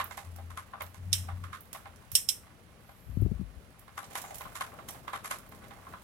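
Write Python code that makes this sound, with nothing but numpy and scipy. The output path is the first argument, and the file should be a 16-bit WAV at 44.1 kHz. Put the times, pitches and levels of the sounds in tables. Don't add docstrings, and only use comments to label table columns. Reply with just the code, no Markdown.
import sys
import numpy as np
from scipy import signal
from scipy.fft import rfft, irfft, next_fast_len
from scipy.io import wavfile

SR = 44100
rng = np.random.default_rng(int(sys.argv[2]) if len(sys.argv) > 2 else 0)


def to_wav(sig):
    pcm = np.clip(np.atleast_2d(sig), -1, 1) * 32767
    pcm = np.round(pcm).astype(np.int16)
    wavfile.write(sys.argv[1], SR, pcm.T)


N = 265923
TIME = np.arange(N) / SR
AGE = np.arange(SR // 3) / SR

# (frequency [Hz], relative level [dB], t60 [s])
CHAIN_MODES = [(590, -15, .1), (642, -15, .1), (800, -7, .16), (978, -9, .18), (1056, 0, .1),
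               (1161, -.5, .1), (1250, -10, .09), (1338, -8, .1), (1472, -9, .13), (1700, -12, .11),
               (2055, -8, .11), (2140, -7, .09), (2347, -11, .1), (3290, -17, .1), (3710, -17, .1)]
# (frequency [Hz], relative level [dB], t60 [s])
STEEL_MODES = [(2800, -11, .08), (3127, -4, .09), (3256, -8, .08), (3600, -8, .08), (4082, -9, .09),
               (5020, -7, .05), (5285, -1, .08), (5400, -3, .06), (5497, -2, .09), (5637, -4, .13),
               (5885, -8, .14), (6928, -13, .15), (7675, -13, .13), (8295, -2, .06), (8568, -11, .14),
               (8736, -12, .13), (9160, -12, .09), (9412, -14, .13), (9780, -14, .11), (10130, -13, .1),
               (11470, -12, .08)]
# (frequency [Hz], relative level [dB])
CLACK_COLOUR = [(250, -25), (480, -14.5), (620, -2.5), (850, -4), (1150, 2), (1750, -2), (2300, -9),
                (3300, -14), (4800, -17), (7000, -11), (9000, -13.5), (11200, -6.5), (13500, -20),
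                (16000, -50.5)]
# (frequency [Hz], relative level [dB])
TICK_COLOUR = [(1000, -11.5), (2500, -8.5), (4500, -11), (6500, -7.5), (10000, -4), (14000, -6),
               (16000, -11.5)]
# (frequency [Hz], left minus right [dB])
CLACK_SIDE = [(600, 4.5), (800, -0.5), (1400, 1.5), (2200, -8), (4500, -5), (8000, -1.5), (11000, 14),
              (14000, -16)]
# (frequency [Hz], left minus right [dB])
SNAP_SIDE = [(1000, -5.5), (2600, -8.5), (5300, -6.5), (8300, -8), (11300, 7.5), (12500, -14.5)]


def from_db(db):
    return 10 ** (np.asarray(db) / 20)


def rms_one(x):
    return x / np.sqrt(np.mean(x ** 2) + 1e-20)


def at_hz(points, hz):
    table_hz, value = np.transpose(points)
    return np.interp(np.log(np.maximum(hz, 1)), np.log(table_hz), value)


def pan(side_db):
    gains = from_db(np.array([[.5], [-.5]]) * side_db)
    return gains / np.sqrt(np.mean(gains ** 2, axis=0))


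def coloured(x, colour):
    length = x.shape[-1]
    size = next_fast_len(length + SR // 200)
    response = from_db(at_hz(colour, np.fft.rfftfreq(size, 1 / SR)))
    return irfft(rfft(x, size) * response, size)[..., :length]


def noise(colour, side, size):
    # (frequency [Hz], left-right correlation)
    likeness = [(60, 0.49), (250, 0.96), (1100, 0.21), (2200, 0.042), (5000, .1), (15000, 0.11)]
    padded = next_fast_len(size)
    hz = np.fft.rfftfreq(padded, 1 / SR)
    common, apart = rfft(rng.standard_normal((2, padded)))
    alike = np.clip(at_hz(likeness, hz), -1, 1)
    both = np.sqrt(1 + alike) * common + np.sqrt(1 - alike) * apart * [[1], [-1]]
    spectrum = both * pan(at_hz(side, hz)) * from_db(at_hz(colour, hz))
    return rms_one(irfft(spectrum, padded)[:, :size])


def dying(t60, rise_s):
    return from_db(-60 * AGE / t60) * (1 - np.exp(-AGE / rise_s))


def grain(depth_db, rate):
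    knots = rng.standard_normal(len(AGE))
    return from_db(depth_db * np.interp(AGE * rate, np.arange(len(knots)), knots))


def drift(rate):
    knots = rng.standard_normal(N // 100)
    return np.interp(TIME * rate, np.arange(len(knots)), knots)


def swell(start_s, held_s, db, attack_s, t60):
    age = TIME - start_s
    decay_s = np.clip(age - held_s, 0, 3 * t60)
    return np.clip(age / attack_s, 0, 1) * from_db(db - 60 * decay_s / t60)


def mode_bank(modes):
    hz, db, t60 = np.transpose(modes)[:, :, None]
    return from_db(db - 60 * AGE / t60) * np.exp(2j * np.pi * hz * AGE) * (1 - np.exp(-AGE / 0.001))


def ringing(bank, modes, side, scatter_db, spread):
    hz = np.array(modes)[:, 0]
    strength, apart = rng.standard_normal((2, len(hz)))
    phase = 2 * np.pi * rng.random(len(hz)) + spread * apart * np.array([[1], [-1]])
    gains = from_db(scatter_db * strength) * pan(at_hz(side, hz))
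    return np.real((gains * np.exp(1j * phase)) @ bank)


def favoured(x, hz):
    peak = signal.lfilter(*signal.iirpeak(hz, hz / 86, fs=SR), x)
    return x + (from_db(3.5) - 1) * peak


def add(track, s, sound):
    start = int(np.clip(round(s * SR), 0, N - 1))
    track[:, start:start + sound.shape[-1]] += sound[:, :N - start]


def clacks():
    # (time [s], body weight [dB], thud weight [dB], treble weight [dB],
    # favoured resonance [Hz], left minus right [dB])
    link_strikes = [(.0004, -26.5, -39, -44.5, 1050, -3), (.1111, -40, -49, -47, 800, -6.5),
                    (.177, -41, -43, -46, 1050, -3.5), (.386, -51.5, -52, -70, 780, -2),
                    (.5043, -46, -70, -57.5, 1260, -2), (.5746, -34.5, -54, -46.5, 1110, 1.5),
                    (.7362, -37.5, -46, -83, 1180, 3), (.8081, -34.5, -43, -48, 1060, -3),
                    (.9448, -55, -61, -56, 1080, -6), (1.2875, -38.5, -46.5, -68, 770, -2),
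                    (1.4396, -40.5, -92, -55.5, 1231, -5), (1.5304, -34.5, -83, -52, 1220, -4),
                    (1.7489, -40.5, -47.5, -55, 1200, -1.5), (1.8572, -43, -49.5, -65.5, 785, -1.5),
                    (2.4688, -59, -64, -69, 1130, 0), (2.8922, -53, -55.5, -68, 1036, 0),
                    (3.8802, -48.5, -63, -70, 1141, -2), (3.9789, -33, -49, -45, 1160, 4.5),
                    (4.0302, -48, -56, -62, 1300, -4), (4.1096, -53.5, -54, -56, 710, -7),
                    (4.1545, -33.5, -42.5, -36.5, 1100, -2.5), (4.2413, -43, -44.5, -55, 1090, 1.5),
                    (4.3071, -52, -45, -55, 700, -2), (4.4094, -40, -47, -51, 1020, -4.5),
                    (4.4543, -41, -51, -68, 1060, 1), (4.5545, -38, -53, -41, 1210, -5),
                    (4.6095, -29.5, -42.5, -41, 1076, 0.5), (4.7331, -49.5, -50.5, -79, 650, 6.5),
                    (4.7885, -44, -49, -72, 1087, -4.5), (4.8854, -47, -48.5, -44.5, 1087, 0.5),
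                    (4.9467, -52, -50.5, -68, 1100, -5), (5.0795, -35, -50, -55.5, 1210, -5),
                    (5.134, -29, -42, -45, 1130, 0.5), (5.246, -37.5, -48, -39, 1140, -1.5),
                    (5.3102, -28, -42.5, -34.5, 1070, -3), (5.521, -49, -55, -61, 1066, -3),
                    (5.6364, -48.5, -56, -61, 560, -8), (5.7084, -46, -54, -62, 810, -8),
                    (5.765, -55, -55, -78, 830, -7), (5.8686, -41, -60, -98, 1141, -3),
                    (5.9379, -38.5, -56, -78, 1120, -1)]
    out, bank = np.zeros((2, N)), mode_bank(CHAIN_MODES)
    for s, body_db, thud_db, treble_db, ring_hz, side_db in link_strikes:
        heaviness_db = np.clip(thud_db - body_db + 12, -10, 10)
        clank_db = body_db - 4.5 + 0.25 * (treble_db - body_db) + 0.25 * heaviness_db
        follow_s = rng.uniform(0.0079, 0.0122)
        strike = from_db(1.0) * dying(t60=0.036, rise_s=0.00018)
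        second = from_db(-5.0) * np.interp(AGE - follow_s, AGE, strike, left=0)
        room = from_db(-3.5) * dying(t60=0.21, rise_s=0.0099)
        envelope = np.sqrt(strike ** 2 + second ** 2 + room ** 2) * grain(depth_db=3.0, rate=300)
        rattle = noise(CLACK_COLOUR, CLACK_SIDE, len(AGE))
        ring = from_db(-4.0) * ringing(bank, CHAIN_MODES, CLACK_SIDE, scatter_db=1.2, spread=0.54)
        hardness = [(830, thud_db + 11.5), (1050, body_db - 0.5), (1400, body_db),
                    (2000, clank_db + 7.5), (3800, clank_db + 10.5), (6500, treble_db + 6.5)]
        clack = favoured(coloured(rattle * envelope + ring, hardness), ring_hz)
        add(out, s - .0008, clack * pan(side_db))
        burst = (rattle * dying(t60=0.034, rise_s=0.000087))[:, :SR // 80]
        rub = coloured(burst, hardness)[:, ::-1]
        add(out, s - rub.shape[1] / SR, from_db(-8) * rub)
    return out


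def jingle():
    out, bank = 0, mode_bank(CHAIN_MODES)
    for link in range(3):
        touches = (rng.random(N) < 14 / SR) * from_db(rng.uniform(-13, 4.4, N))
        ring = from_db(-8.5) * ringing(bank, CHAIN_MODES, CLACK_SIDE, scatter_db=0.5, spread=0.41)
        tap = noise(CLACK_COLOUR, CLACK_SIDE, len(AGE)) * dying(t60=.07, rise_s=0.00047)
        touch = coloured(ring + tap, [(700, 3.0), (1100, -1.0), (3000, -4), (8000, -11.5)])
        out = out + signal.oaconvolve(touches[None], touch, axes=1)[:, :N]
    return rms_one(out)


def partings(per_s):
    out = 0
    for link in range(4):
        clicks = (rng.random(N) < per_s / 4 / SR) * from_db(rng.uniform(-14, 0, N))
        envelope = dying(t60=.012, rise_s=.0002) + from_db(-16.5) * dying(t60=0.17, rise_s=.004)
        tick = noise(TICK_COLOUR, [(3000, -9.5), (11000, -5)], len(AGE)) * envelope
        out = out + signal.oaconvolve(clicks[None], tick, axes=1)[:, :N]
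    return rms_one(out)


def rolling():
    # (time [s], level [dB])
    run_curve = [(0.0, -55), (0.25, -59.5), (0.87, -63), (1.23, -59.5), (2.7, -65.5), (3.88, -64),
                 (4.2, -52.5), (4.43, -54), (4.94, -56), (5.21, -58.5), (5.42, -58.5), (6.03, -56.5)]
    # (frequency [Hz], relative level [dB])
    roll_colour = [(200, -15), (600, 1), (1100, -3.5), (1700, -7), (2600, -11.5), (5000, -17.5)]
    s, level_db = np.transpose(run_curve)
    run_db = np.interp(TIME, s, level_db)
    murmur_db = run_db - 2.5 + 2 * drift(rate=46)
    murmur = noise(roll_colour, [(600, 1), (2500, -8)], N) * from_db(murmur_db)
    touches = from_db(run_db - 5.5) * jingle()
    crackle_db = -70.5 + 0.97 * (run_db - run_db.mean())
    crackle = partings(per_s=65) * from_db(crackle_db)
    return murmur + touches + crackle


def drone():
    # (start [s], decay onset after start [s], level if fully risen [dB], mean frequency [Hz])
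    drone_swells = [(-0.04, 0.022, -42.5, 88.9), (0.219, 0.28, -45.5, 86.44), (0.79, 0.041, -47.5, 88.5),
                    (0.959, 0.46, -39, 90.4), (1.84, 0.053, -53, 91.2)]
    # (frequency [Hz], level [dB])
    hum_partials = [(118.4, -67), (172, -73.5), (226.1, -75)]
    swells = np.array([swell(s, held_s, db, attack_s=.06, t60=0.49) for s, held_s, db, _ in drone_swells])
    hz = np.array(drone_swells)[:, -1][swells.argmax(axis=0)]
    phase = 2 * np.pi * np.cumsum(hz * (1 + .022 * drift(rate=23))) / SR
    partials = np.sin(phase) + from_db(-26.5) * np.sin(2 * phase)
    tone = np.sqrt(2) * partials * from_db(2.0 * drift(rate=24)) * pan(4.58)
    rumble_colour = [(25, -18.0), (55, 1.0), (165, -5.5), (260, -17), (600, -43.5)]
    rumble = from_db(-10.5) * noise(rumble_colour, [(50, 5), (300, 3.4)], N)
    hum = sum(from_db(db) * np.sin(2 * np.pi * f * TIME + 3.0 * drift(rate=7.3)) for f, db in hum_partials)
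    return swells.max(axis=0) * (tone + rumble) + np.sqrt(2) * hum * pan(13)


def air():
    # (frequency [Hz], relative level [dB])
    air_colour = [(15, -33), (25, -6), (59, 1.5), (99, -2.5), (120, -11), (180, -9), (309, -19.5),
                  (641, -20.5), (775, -18.5), (1100, -18), (2050, -19.5), (2690, -22), (7510, -34),
                  (11000, -29), (16000, -57)]
    # (frequency [Hz], left minus right [dB])
    air_side = [(60, 6.5), (110, 0.5), (200, 8), (380, 10), (700, 1), (1290, -10.5), (2380, -6),
                (4400, -7.5), (8120, -4), (15000, 3)]
    # (start [s], decay onset after start [s], level if fully risen [dB])
    distant_swells = [(3.6, 2.1, -56.5)]
    rest = from_db(-61.5)
    distant = rest + sum(swell(*row, attack_s=3.5, t60=2.4) for row in distant_swells)
    far_colour = [(40, -10.5), (90, 6.5), (130, 2.5), (200, 2.5), (330, -4.5), (600, -5.5), (1200, -33)]
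    far = noise(far_colour, [(100, 5.6), (600, 1.2)], N)
    return from_db(-59.0) * noise(air_colour, air_side, N) + far * distant * from_db(2.6 * drift(rate=13))


def ticks():
    # (time [s], main weight [dB], top-end weight [dB])
    link_releases = [(0.042, -48, -36), (0.172, -36, -47), (0.361, -45, -48), (0.821, -46, -37),
                     (0.8642, -46, -62), (1.606, -53, -42.5), (1.7294, -31.5, -37.5), (1.9596, -46.5, -59),
                     (2.1165, -33.5, -32.5), (3.2132, -57.5, -51), (3.7923, -50.5, -48), (4.0422, -38, -68),
                     (4.1023, -46, -58), (4.132, -44, -53), (4.1752, -31.5, -38.5), (4.216, -35, -39.5),
                     (4.344, -34, -43), (4.355, -37.5, -39), (4.382, -37.5, -40), (4.416, -58, -43),
                     (4.4374, -49, -59), (4.8868, -30, -41), (4.9064, -45, -39.5), (5.3854, -43, -48),
                     (5.491, -67, -49), (5.683, -54, -58)]
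    out, bank = np.zeros((2, N)), mode_bank(STEEL_MODES)
    for s, db, top_db in link_releases:
        envelope = dying(t60=0.024, rise_s=0.00037) + from_db(-13.0) * dying(t60=0.29, rise_s=0.0044)
        envelope = envelope * grain(depth_db=2.0, rate=1300)
        tick = noise(TICK_COLOUR, [(3000, -7.0), (11000, -7.5)], len(AGE)) * envelope
        ring = from_db(-23.5) * ringing(bank, STEEL_MODES, SNAP_SIDE, scatter_db=5.5, spread=0.98)
        add(out, s, coloured(tick + ring, [(8000, db - 2.5), (12500, top_db + 5.5)]))
    return out


def snaps():
    # (time [s], ring weight [dB], low ring weight [dB], top weight [dB],
    # first contact gain [dB], room gain [dB], room t60 [s])
    steel_hits = [(1.1287, -15.5, -18, -14.5, 2.5, -12.5, 0.29), (2.1524, -11.5, -18, -7, 3, -13, 0.24),
                  (2.288, -14.5, -21.5, -13, -7, -14, 0.25)]
    # (frequency [Hz], relative level [dB])
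    snap_colour = [(600, -48), (1400, -25), (2400, -13.5), (3100, -3.5), (3950, -2), (4300, -3.5),
                   (4680, -12), (5300, 9), (6500, -3.5), (8400, -1), (10600, -8.5), (11500, -5),
                   (13000, -11.5), (15300, -14.5), (16200, -36.5)]
    room_colour = [(1800, 11), (3000, 0), (4600, -4), (5300, -1.0), (7000, 2.5), (11000, 5.5)]
    out, bank = np.zeros((2, N)), mode_bank(STEEL_MODES)
    for s, db, low_db, top_db, crack_db, room_db, room_t60 in steel_hits:
        weight = [(1500, low_db - 0.5), (2800, low_db + 4.5), (4300, low_db - .5),
                  (5100, db - 4.5), (6500, db - 6.5), (8200, top_db - 4.0)]
        contact = from_db(crack_db) * dying(t60=0.0039, rise_s=0.00037)
        clatter = from_db(1.5) * dying(t60=0.063, rise_s=0.000628)
        envelope = (contact + clatter) * grain(depth_db=1.0, rate=1800)
        crack = noise(snap_colour, SNAP_SIDE, len(AGE)) * envelope
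        ring = from_db(-12) * ringing(bank, STEEL_MODES, SNAP_SIDE, scatter_db=1.0, spread=0.25)
        room = noise(snap_colour, [(2500, -7), (9000, -0.5)], len(AGE)) * dying(t60=room_t60, rise_s=.006)
        room = coloured(room * grain(depth_db=0.5, rate=400), room_colour)
        add(out, s, coloured(crack + ring + from_db(room_db) * room, weight))
        scrape = coloured(crack, weight)[:, :SR // 100][:, ::-1]
        add(out, s - scrape.shape[1] / SR, from_db(-30) * scrape)
    return out


def thumps():
    # (time [s], boom gain [dB], boom frequency [Hz], puff gain [dB])
    soft_blows = [(2.127, -31, 103, -51), (3.095, -22, 72, -52.5), (3.170, -14.5, 99, -23.5),
                  (3.201, -14.5, 105, -56), (3.221, -8, 108.6, -19.5), (3.247, -12, 83, -25.5),
                  (3.262, -23, 75, -20.5), (3.314, -21, 141, -21.5), (3.345, -22.5, 61.7, -54),
                  (3.394, -22, 188.4, -43), (3.411, -19.5, 66, -26.5), (3.567, -31.5, 61.8, -60),
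                  (4.356, -35.5, 54, -49), (4.458, -35.5, 52, -63)]
    # (frequency [Hz], relative level [dB])
    puff_colour = [(25, -11.5), (60, 0), (170, 13), (340, -3), (500, -18.5), (700, -41), (1200, -59.5)]
    attack_s = 0.065
    stirred = np.max([swell(s - attack_s, attack_s, boom_db - 19.5, attack_s, t60=.6)
                      for s, boom_db, _, _ in soft_blows], axis=0)
    rumble_colour = [(25, -17.5), (48, 8.0), (90, 1.5), (180, -11.0), (350, -31.5), (700, -73.5)]
    out = stirred * noise(rumble_colour, [(50, 11), (200, 19.0)], N)
    near_left = pan(17)
    for s, boom_db, hz, puff_db in soft_blows:
        boom = np.sin(2 * np.pi * hz * AGE) * dying(t60=.068, rise_s=0.0056) * near_left
        puff = noise(puff_colour, [(60, 14), (220, 28)], len(AGE)) * dying(t60=0.05, rise_s=0.0017)
        add(out, s, from_db(boom_db) * boom + from_db(puff_db) * puff)
    return out


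def sizzle():
    # (start [s], decay onset after start [s], level if fully risen [dB], band frequency [Hz])
    hiss_swells = [(2.75, 0.48, -68.5, 12500), (4.15, 0.14, -55.5, 7100)]
    out = 0
    for s, held_s, db, hz in hiss_swells:
        band = [(0.74 * hz, -25), (0.83 * hz, -10), (hz, -2), (1.3 * hz, -10), (1.1 * hz, -28)]
        hiss = noise(band, [(7000, -2.7), (14000, -0.31)], N)
        out = out + swell(s, held_s, db, attack_s=0.14, t60=0.24) * hiss
    return out


def at_microphones(x):
    lag = 5
    return np.array([x[0], np.pad(x[1], (lag, 0))[:N]])


def scene():
    wheel = at_microphones(clacks() + ticks() + rolling())
    return wheel + snaps() + sizzle() + drone() + thumps() + air()


def record(dry):
    thinned = signal.sosfilt(signal.butter(2, 32, "high", fs=SR, output="sos"), dry)
    return signal.sosfilt(signal.ellip(10, .1, 80, 15900, fs=SR, output="sos"), thinned)


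dry = scene()
out = record(dry)
to_wav(out)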